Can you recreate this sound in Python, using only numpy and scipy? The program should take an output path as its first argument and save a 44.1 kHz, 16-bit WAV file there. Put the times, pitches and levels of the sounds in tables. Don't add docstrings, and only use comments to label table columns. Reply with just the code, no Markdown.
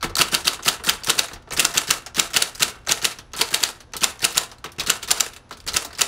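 import sys
import numpy as np
from scipy import signal
from scipy.io import wavfile

SR = 44100
rng = np.random.default_rng(int(sys.argv[2]) if len(sys.argv) > 2 else 0)


def pcm_store(signal):
    levels = np.round(np.clip(np.atleast_2d(signal), -1, 1) * 32767)
    wavfile.write(sys.argv[1], SR, levels.astype(np.int16).T)


N = 267819

# start_s, level_db, brightness_db, guide_lead_s (bar enters its guide),
# guide_level_db, pull_lead_s (lever pulls), pull_level_db, home_level_db (bar drops home), thud_level_db
STRIKES = [(0.2185, -3, -5, .007, -3, .028, -6, -26, -14), (0.3487, -3, -4, .0067, -7, .026, -17, -36, -17),
           (0.4794, -2.5, -7, .008, -8, .027, -16.5, -26, -23),
           (0.6868, -2.5, -3, .0078, -3.5, .027, -12, -40, -20),
           (0.8955, -3, -5, .0065, -5, .026, -12, -40, -18),
           (1.1021, -3, -3, .0064, -5, .031, -15, -29, -18),
           (1.1924, -2.5, -2, .0039, -11, .0105, -17, -33, -27),
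           (1.6023, -3.5, 3, .0077, -3.5, .029, -10, -27, -20),
           (1.6512, -3.5, 0, .005, -13, .026, -18, -33, -30),
           (1.7797, -3, 2, .0065, -8, .029, -19, -33, -20.5),
           (1.9092, -2, 2, .0052, -7, .030, -19.5, -35, -22),
           (2.1971, -1.5, 2, .0044, -8, .031, -18, -36, -17),
           (2.3701, -3, 1, .0075, -6, .029, -15, -27, -23),
           (2.4232, -3, 2, .0046, -13, .018, -21, -33, -36),
           (2.6303, -2, -1, .0081, -6, .027, -17, -27, -19.5),
           (2.9208, -3, 0, .0092, -9, .0285, -8, -38, -20),
           (3.0525, -3, 2, .0077, -10, .0286, -21, -26, -26.5),
           (3.416, -4, -2, .0054, -8, .026, -19, -31, -23.5),
           (3.5445, -2.5, 1, .005, -11, .031, -25, -28, -24.5),
           (3.6365, -2.5, 1, .0075, -13.5, .026, -33, -35, -29),
           (4.0423, -2, 4, .0083, -8, .027, -21, -33, -21.5),
           (4.2502, -3, 4, .0084, -6, .025, -19, -28, -22.5),
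           (4.3788, -2, 4, .0081, -12, .026, -22, -38, -25),
           (4.9014, -3, 6, .005, -7.5, .031, -15, -42, -22),
           (5.1138, -2, 6, .0078, -11, .030, -20, -30, -27),
           (5.2065, -3, 4, .0072, -15, .027, -24, -44, -38),
           (5.7688, -4, 6, .006, -11, .028, -14, -38, -24),
           (6.0168, -2, 6, .0077, -9.5, .0254, -16.5, -30, -27)]
BANDS_HZ = 200 * 2 ** np.arange(0, 6.5, .4)


def amp(db):
    return 10 ** (np.asarray(db) / 20)


def rms_one(x):
    return x / np.sqrt(np.mean(x ** 2) + 1e-20)


def at_hz(points, hz):
    points_hz, points_db = np.array(points).T
    return np.interp(np.log(hz), np.log(points_hz), points_db)


def clicks(s, gains):
    out = np.full(N, 1e-18)
    places = (np.asarray(s) * SR).astype(int)
    np.add.at(out, np.minimum(places, N - 1), gains)
    return out


def ring(x, hz, t60):
    radius, angle = amp(-60 / (t60 * SR)), 2 * np.pi * hz / SR
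    return signal.lfilter([0, np.sin(angle)], [1, -2 * radius * np.cos(angle), radius ** 2], x)


def fade(x, t60):
    return signal.lfilter([1], [1, -amp(-60 / (t60 * SR))], x)


def band(x, hz):
    edges = [hz / 2 ** .2, hz * 2 ** .2]
    return signal.sosfilt(signal.butter(2, edges, "band", fs=SR, output="sos"), x)


def colour_db(hz, bright_db, body_db):
    treble = np.clip(np.log2(hz / 4000), 0, 1)
    low = np.clip(np.log2(2500 / hz), 0, 1)
    return treble * bright_db + low * body_db


def grit(spread_db):
    unevenness = np.minimum(rng.exponential(1, N), 4)
    return rms_one(rng.standard_normal(N) * amp(spread_db * unevenness))


def knocks(s, peak_db, bright_db, body_db, rise_s, t60, tail_db, tail_t60, scatter_db):
    # pitch_hz, level_db (per Hz)
    spectrum = [(300, -9), (600, -8), (1300, -2), (2000, -1), (3500, 1), (7000, -2.5), (10000, -7),
                (14000, -14), (17000, -15)]
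    noise, out = [grit(2.2), grit(2.0)], 0
    scatter = rng.normal(0, scatter_db, (len(s), len(BANDS_HZ)))
    swell = np.exp(-1 / (rise_s * SR))
    for k, hz in enumerate(BANDS_HZ):
        gains = amp(peak_db + colour_db(hz, bright_db, body_db) + scatter[:, k])
        slower = (3000 / hz) ** 0.19
        quick = fade(clicks(s, gains ** 2), t60 * slower / 2)
        tail = fade(clicks(s, (gains * amp(tail_db)) ** 2), tail_t60 * slower / 2)
        shape = np.sqrt(signal.lfilter([1 - swell], [1, -swell], quick + tail))
        out = out + amp(at_hz(spectrum, hz)) * band(shape * noise[k % 2], hz)
    return out


def struck(modes, s, peak_db, scatter_db, bright_db=0):
    size = (len(s), len(modes))
    strength = amp(rng.normal(0, scatter_db, size)) * rng.choice([-1, 1], size)
    out = 0
    for k, (hz, db, t60, *lift) in enumerate(modes):
        gains = amp(peak_db + db + sum(lift) * bright_db) * strength[:, k]
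        out = out + ring(clicks(s, gains), hz, t60)
    return out


def slugs():
    # pitch_hz, level_db, t60_s, lift (dB gained per dB of brightness)
    platen = [(1450, -15.5, .016, 0), (2000, -17, .008, 0), (3000, -10, .011, -.6), (3800, -6.5, .009, 0),
              (4620, -5, .009, -.4), (6200, -9, .007, .3), (7200, -5, .010, .9), (9400, -7, .006, 0),
              (11000, -11, .004, -.3), (13500, -13, .004, -.5)]
    # pitch_hz, level_db, t60_s
    levers = [(6415, -58, .5), (10150, -64, 1.1), (10260, -64, .8), (10340, -65, .9)]
    s, peak_db, bright_db = np.transpose(STRIKES)[:3]
    crack = struck(platen, s, peak_db + 1.5, scatter_db=2.5, bright_db=bright_db)
    burst = knocks(s, peak_db - 3.0, bright_db, body_db=-9.5, rise_s=0.00022, t60=.009,
                   tail_db=-7, tail_t60=0.038, scatter_db=2.5)
    return crack + burst + struck(levers, s, peak_db, scatter_db=3.0)


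def thuds():
    # start_s, level_db
    silent_keys = [(0.042, -14), (1.329, -29), (1.525, -26), (1.697, -28), (3.188, -35), (3.353, -32.5),
                   (3.955, -28.5), (4.655, -26), (4.784, -23), (5.52, -34), (5.663, -30.5)]
    # pitch_hz, level_db, t60_s
    case = [(160, -6, 0.11), (243, -4.5, 0.042), (339, -5, 0.1), (449, -6, 0.13)]
    lead_s = .021
    printing_keys = [(row[0] - lead_s, row[-1]) for row in STRIKES]
    s, peak_db = np.transpose(printing_keys + silent_keys)
    soft = signal.lfilter([.03], [1, -.97], struck(case, s, peak_db - 1.5, scatter_db=0.0))
    return signal.sosfilt(signal.butter(2, 110, "high", fs=SR, output="sos"), soft)


def all_contacts():
    # start_s, level_db, brightness_db, body_db, pitch_hz, tail_db (against the peak)
    loose = [(0.0082, -36, -5, -8, 1360, 0), (0.017, -35, -14, 0, 2330, 0),
             (0.0272, -15.5, -2, 1.5, 1280, -2.5), (0.0403, -17, 1.5, 2, 2220, -2),
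             (0.0948, -36, -1, 6, 1280, 2), (0.154, -7.5, 3.5, -12, 4440, -27),
             (0.1668, -11, 5, -3, 3990, -9.5), (0.183, -13, 1, -11, 4840, -2), (0.53, -32, -8, 6, 1300, -2),
             (0.5916, -33, -15, 5, 1220, -1), (0.625, -34, 0, -11, 3400, 0),
             (0.632, -20.5, 2, -13, 6310, -9), (0.648, -25, 7, -11, 6170, -3),
             (0.797, -34, -15, 8, 900, -3), (0.8375, -22, 2, -1, 9100, -2.5),
             (0.8473, -22, 8.5, -27, 11300, -7), (1.02, -38, -19, 15, 1190, -3.5),
             (1.0353, -17, 3, -25, 4670, -12), (1.045, -17, 7.5, -11, 9240, -12),
             (1.2835, -26.5, -4, -6, 6590, -3), (1.312, -33, -1, 10, 2580, -4),
             (1.3324, -28, -1, -5, 4260, 0.5), (1.358, -35.5, -14, 5, 2180, -2),
             (1.4731, -42, -15, 12, 900, -2), (1.5074, -21.5, -7.5, 3.5, 6610, -4.5),
             (1.5203, -18.5, -6, -17, 2280, -4.5), (1.5251, -17.5, 7, 0, 8400, -15),
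             (1.5338, -23, 12, 6, 2310, -8), (1.7385, -27, 5, 0, 10550, 1.5),
             (2.062, -25, -2.5, -3, 6700, -1), (2.1465, -22, 3, -7, 5760, -9), (2.3033, -38, 4, 3, 1840, 5),
             (2.5493, -29.5, 7, -13, 4010, -5), (2.5554, -24, 3, -4, 4900, -15),
             (2.5778, -33, 6, -6, 1550, -5), (2.755, -38, -20, 4.5, 1200, -3.5),
             (2.8647, -35, 0, -3, 2390, -1), (2.872, -15.5, -6.5, 2, 6300, -9.5),
             (2.9741, -24, -3, -7, 1870, -5), (3.1866, -26.5, -3.5, -7, 5460, -3),
             (3.3341, -21, -8, 0, 6470, -4), (3.3511, -25.5, -9, -8, 4440, -6),
             (3.364, -23, 7.5, -1, 11010, -5.5), (3.3723, -24.5, 8, -4, 5200, -5),
             (3.5575, -22, -5, -13, 3330, 2), (3.6494, -16, 1, -14, 3480, -4),
             (3.8039, -32, -4, -5, 6070, -1), (3.9352, -19, -7, 0, 6170, -5),
             (3.9517, -30.5, -16, 3, 4290, -1), (3.9656, -18.5, 9.5, -14, 8400, -8),
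             (4.1928, -29, 7, -18, 6030, -13), (4.2044, -30, 2, -3, 4060, -3),
             (4.3233, -30, 9, -9, 4690, -2), (4.515, -29, -3.5, -4, 5230, -1),
             (4.5835, -39, 0, -10, 4120, -12), (4.6415, -20, -5, 1, 1300, -3.5),
             (4.6585, -25, -6, -8.5, 2350, -6), (4.691, -36, -6.5, 1, 2480, -7),
             (4.7186, -35, 7, -8, 5490, -5), (4.7832, -32, -4, -1, 1570, 5),
             (4.7963, -13.5, 0, -11.5, 4980, -3), (4.8052, -15, -2, -15, 2500, -4.5),
             (4.811, -27, 0, 8, 4540, -4), (4.835, -25.5, 4, 4, 6150, -8), (5.0212, -33, -10, -2, 4250, -1),
             (5.0277, -21.5, 2, -4.5, 4370, -1.5), (5.0427, -29, -8, -15, 4770, -1),
             (5.3338, -29, 1, -8, 3620, -6), (5.3624, -29, 0, -3.5, 2630, -6.5),
             (5.5087, -29, 0, 8, 1290, -3.5), (5.525, -28.5, -5, -18, 4370, 0), (5.57, -42, 5, 3, 2400, 0),
             (5.602, -30, 0, -17, 4660, -10), (5.665, -29, 2, 2, 7200, -2),
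             (5.6757, -16, 2.5, -8, 4540, -6.5), (5.6833, -13.5, -2, -9, 4720, -2),
             (5.7196, -28, 6, 8, 4550, -9), (5.8474, -24.5, 7, 0, 3860, -1), (5.905, -37, -8, 4, 1500, 0),
             (5.9295, -30, 0, -1, 4840, -4), (5.9507, -27, -5, -18, 5200, -4), (5.9748, -38, 4, 0, 2200, 3)]
    # brightness_db, body_db, pitch_hz, tail_db
    guide = (1, -8.5, 2740, 0)
    # brightness_db, body_db, pitch_hz, tail_db
    pull = (1, -6, 4600, -2)
    # lead_share (of the pull's lead), level_db, pull_share (of the pull's dB, added),
    # brightness_db, body_db, pitch_hz, tail_db
    slack = (1.26, -16, .45, -1, -7, 5900, 0)
    # lead_s (before the strike), level_db (over the thud),
    # brightness_db, body_db, pitch_hz, tail_db
    bottom = (.0165, 2.5, 1, -3, 1400, -1)
    fall_back_s, fall_back = .064, (2, -8, 3900, -2)
    pull_usual_db, guide_usual_db = -18, -11
    cleaner = .55
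    pitch_spread = .08
    rows, detune = [], 1 + pitch_spread * rng.standard_normal((len(STRIKES), 4))
    for (s, _, _, guide_s, guide_db, pull_s, pull_db, home_db, thud_db), own in zip(STRIKES, detune):
        pull_tail_db = pull[3] - cleaner * max(pull_db - pull_usual_db, 0)
        guide_tail_db = guide[3] - cleaner * max(guide_db - guide_usual_db, 0)
        parts = [(s - slack[0] * pull_s, slack[1] + slack[2] * pull_db, *slack[3:]),
                 (s - pull_s, pull_db, *pull[:3], pull_tail_db),
                 (s - bottom[0], thud_db + bottom[1], *bottom[2:]),
                 (s + fall_back_s, home_db, *fall_back)]
        rows += [(*part[:4], part[4] * k, part[5]) for part, k in zip(parts, own)]
        rows.append((s - guide_s, guide_db, *guide[:3], guide_tail_db))
    return [row for row in rows + loose if row[0] < N / SR]


def ticks(contacts, gain_db, t60):
    length = 1500
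    out, t = np.zeros(N + length), np.arange(length) / SR
    apart = rng.uniform(.05, 0.15, len(contacts))
    for (s, peak_db, _, _, hz, _), gap in zip(contacts, apart):
        pair = np.sin(2 * np.pi * hz * t) + 0.44 * np.sin(2 * np.pi * hz * (1 + gap) * t)
        fall_db = -60 * t / t60 * np.sqrt(hz / 4000)
        onset = 1 - np.exp(-t * hz)
        start = int(s * SR)
        out[start:start + length] += amp(peak_db + gain_db + fall_db) * onset * pair
    return out[:N]


def linkage(contacts):
    s, peak_db, bright_db, body_db, _, tail_db = np.transpose(contacts)
    return knocks(s, peak_db - 0.5, bright_db, body_db + 8, rise_s=0.00088, t60=0.0067,
                  tail_db=tail_db, tail_t60=.1, scatter_db=2.2)


def rattle():
    # after_s (after the strike), level_db (against the strike)
    course = [(0, -56.5), (.002, -26), (.008, -32), (.025, -31.5), (0.06, -30.5), (0.088, -43.5),
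              (.15, -56.5), (.25, -79)]
    # pitch_hz, level_db (per Hz)
    spectrum = [(120, -39), (200, -13.5), (735, -4), (1060, -3), (1320, -3), (1620, -7.5), (9060, -7.5),
                (14600, -24.5), (16000, -28.5)]
    s, peak_db = np.transpose(STRIKES)[:2]
    after, db = np.transpose(course)
    shape = amp(2 * np.interp(np.arange(int(.25 * SR)) / SR, after, db))
    power = np.abs(signal.fftconvolve(clicks(s, amp(2 * peak_db)), shape)[:N])
    bumps = (rng.random(N) < 130 / SR) * rng.exponential(1, N)
    jolts = fade(bumps, 0.018)
    noise = (1 + 0.6 * jolts) * np.array([grit(1.6), grit(1.8)])
    shaking = sum(amp(at_hz(spectrum, hz)) * band(noise[k % 2], hz) for k, hz in enumerate(BANDS_HZ))
    return np.sqrt(power) * rms_one(shaking)


def touches():
    brushes = [1.4222, 1.4885, 2.8494, 3.3174, 3.92, 4.7621, 5.4924, 5.6401]
    return knocks(brushes, peak_db=-42, bright_db=-2.5, body_db=-2, rise_s=.001, t60=0.018,
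                  tail_db=-8.5, tail_t60=0.063, scatter_db=1.5)


def frame(x):
    # pitch_hz, width_hz, level_db (of the resonance added to the plain sound)
    resonances = [(444, 68, 1.5), (672, 46, -2.5), (881, 32, -8), (1316, 49, 1.5), (1783, 62, -6),
                  (2636, 55, -12.5), (3816, 77, -8), (4424, 49, -7.5), (7190, 60, -14), (9280, 170, -6),
                  (13400, 200, -4.5)]
    out = x
    for hz, width, lift_db in resonances:
        r = np.exp(-np.pi * width / SR)
        poles = [1, -2 * r * np.cos(2 * np.pi * hz / SR), r * r]
        out = out + amp(lift_db) * signal.lfilter([(1 - r * r) / 2, 0, (r * r - 1) / 2], poles, x)
    return out


def room(x):
    t60_s, wall_cut_hz = 0.51, 4160
    out, dull = np.zeros(N), np.exp(-2 * np.pi * wall_cut_hz / SR)
    lags = (rng.uniform(0.014, 0.044, 8) * SR).astype(int)
    for k, lag in enumerate(lags):
        loop, gain, state = x.copy(), amp(-60 * lag / SR / t60_s), [0.]
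        for i in range(lag, N, lag):
            back, state = signal.lfilter([gain * (1 - dull)], [1, -dull], loop[i - lag:i], zi=state)
            loop[i:i + lag] += back[:N - i]
        out += (loop - x) * (-1) ** k
    return out


def background():
    # time_s, level_db
    rumble_course = [(0.0, -53), (0.07, -35), (0.27, -50), (1.08, -48), (1.28, -52), (1.37, -43),
                     (1.5, -54), (1.55, -39), (1.64, -50), (4.75, -53), (4.8, -39), (5.02, -54),
                     (5.04, -47), (5.51, -55), (5.76, -41), (5.78, -49), (6.04, -51), (6.07, -58)]
    # pitch_hz, level_db (before a 1.5 dB lift)
    hum_tones = [(120, -57.5), (240, -64)]
    # (per Hz, before the overall level)
    air_spectrum = [(100, -5), (250, -5), (600, -7.5), (1400, -12.5), (2000, -21), (6000, -25.5),
                    (9000, -46), (16000, -57)]
    t = np.arange(N) / SR
    low_pass_band = signal.butter(3, [26, 92], "band", fs=SR, output="sos")
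    low = signal.sosfilt(low_pass_band, rng.standard_normal(N + SR))[SR:]
    rumble = amp(np.interp(t, *np.transpose(rumble_course))) * rms_one(low)
    hum = sum(amp(db + 1.5) * np.sin(2 * np.pi * hz * t) for hz, db in hum_tones)
    noise = rng.standard_normal((2, N))
    centres_hz = [120, 155, *BANDS_HZ]
    air = sum(amp(at_hz(air_spectrum, hz)) * band(noise[k % 2], hz) for k, hz in enumerate(centres_hz))
    return rumble + hum + amp(-55) * rms_one(air)


def scene():
    contacts = all_contacts()
    shaken = linkage(contacts) + touches() + rattle()
    machine = slugs() + ticks(contacts, gain_db=-3.0, t60=.018) + frame(shaken) + thuds()
    mid = machine + amp(-20.5) * room(machine) + background()
    steps = N // 400 + 2
    flicker = np.interp(np.arange(N) / 400, np.arange(steps), rng.standard_normal(steps))
    side = amp(-30) * flicker * signal.lfilter([.4], [1, -.6], mid)
    return np.array([mid + side, mid - side])


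def record(dry):
    clipped = np.clip(dry, -.9, .9)
    return signal.sosfilt(signal.ellip(10, .5, 60, 15700, fs=SR, output="sos"), clipped)


dry = scene()
out = record(dry)
pcm_store(out)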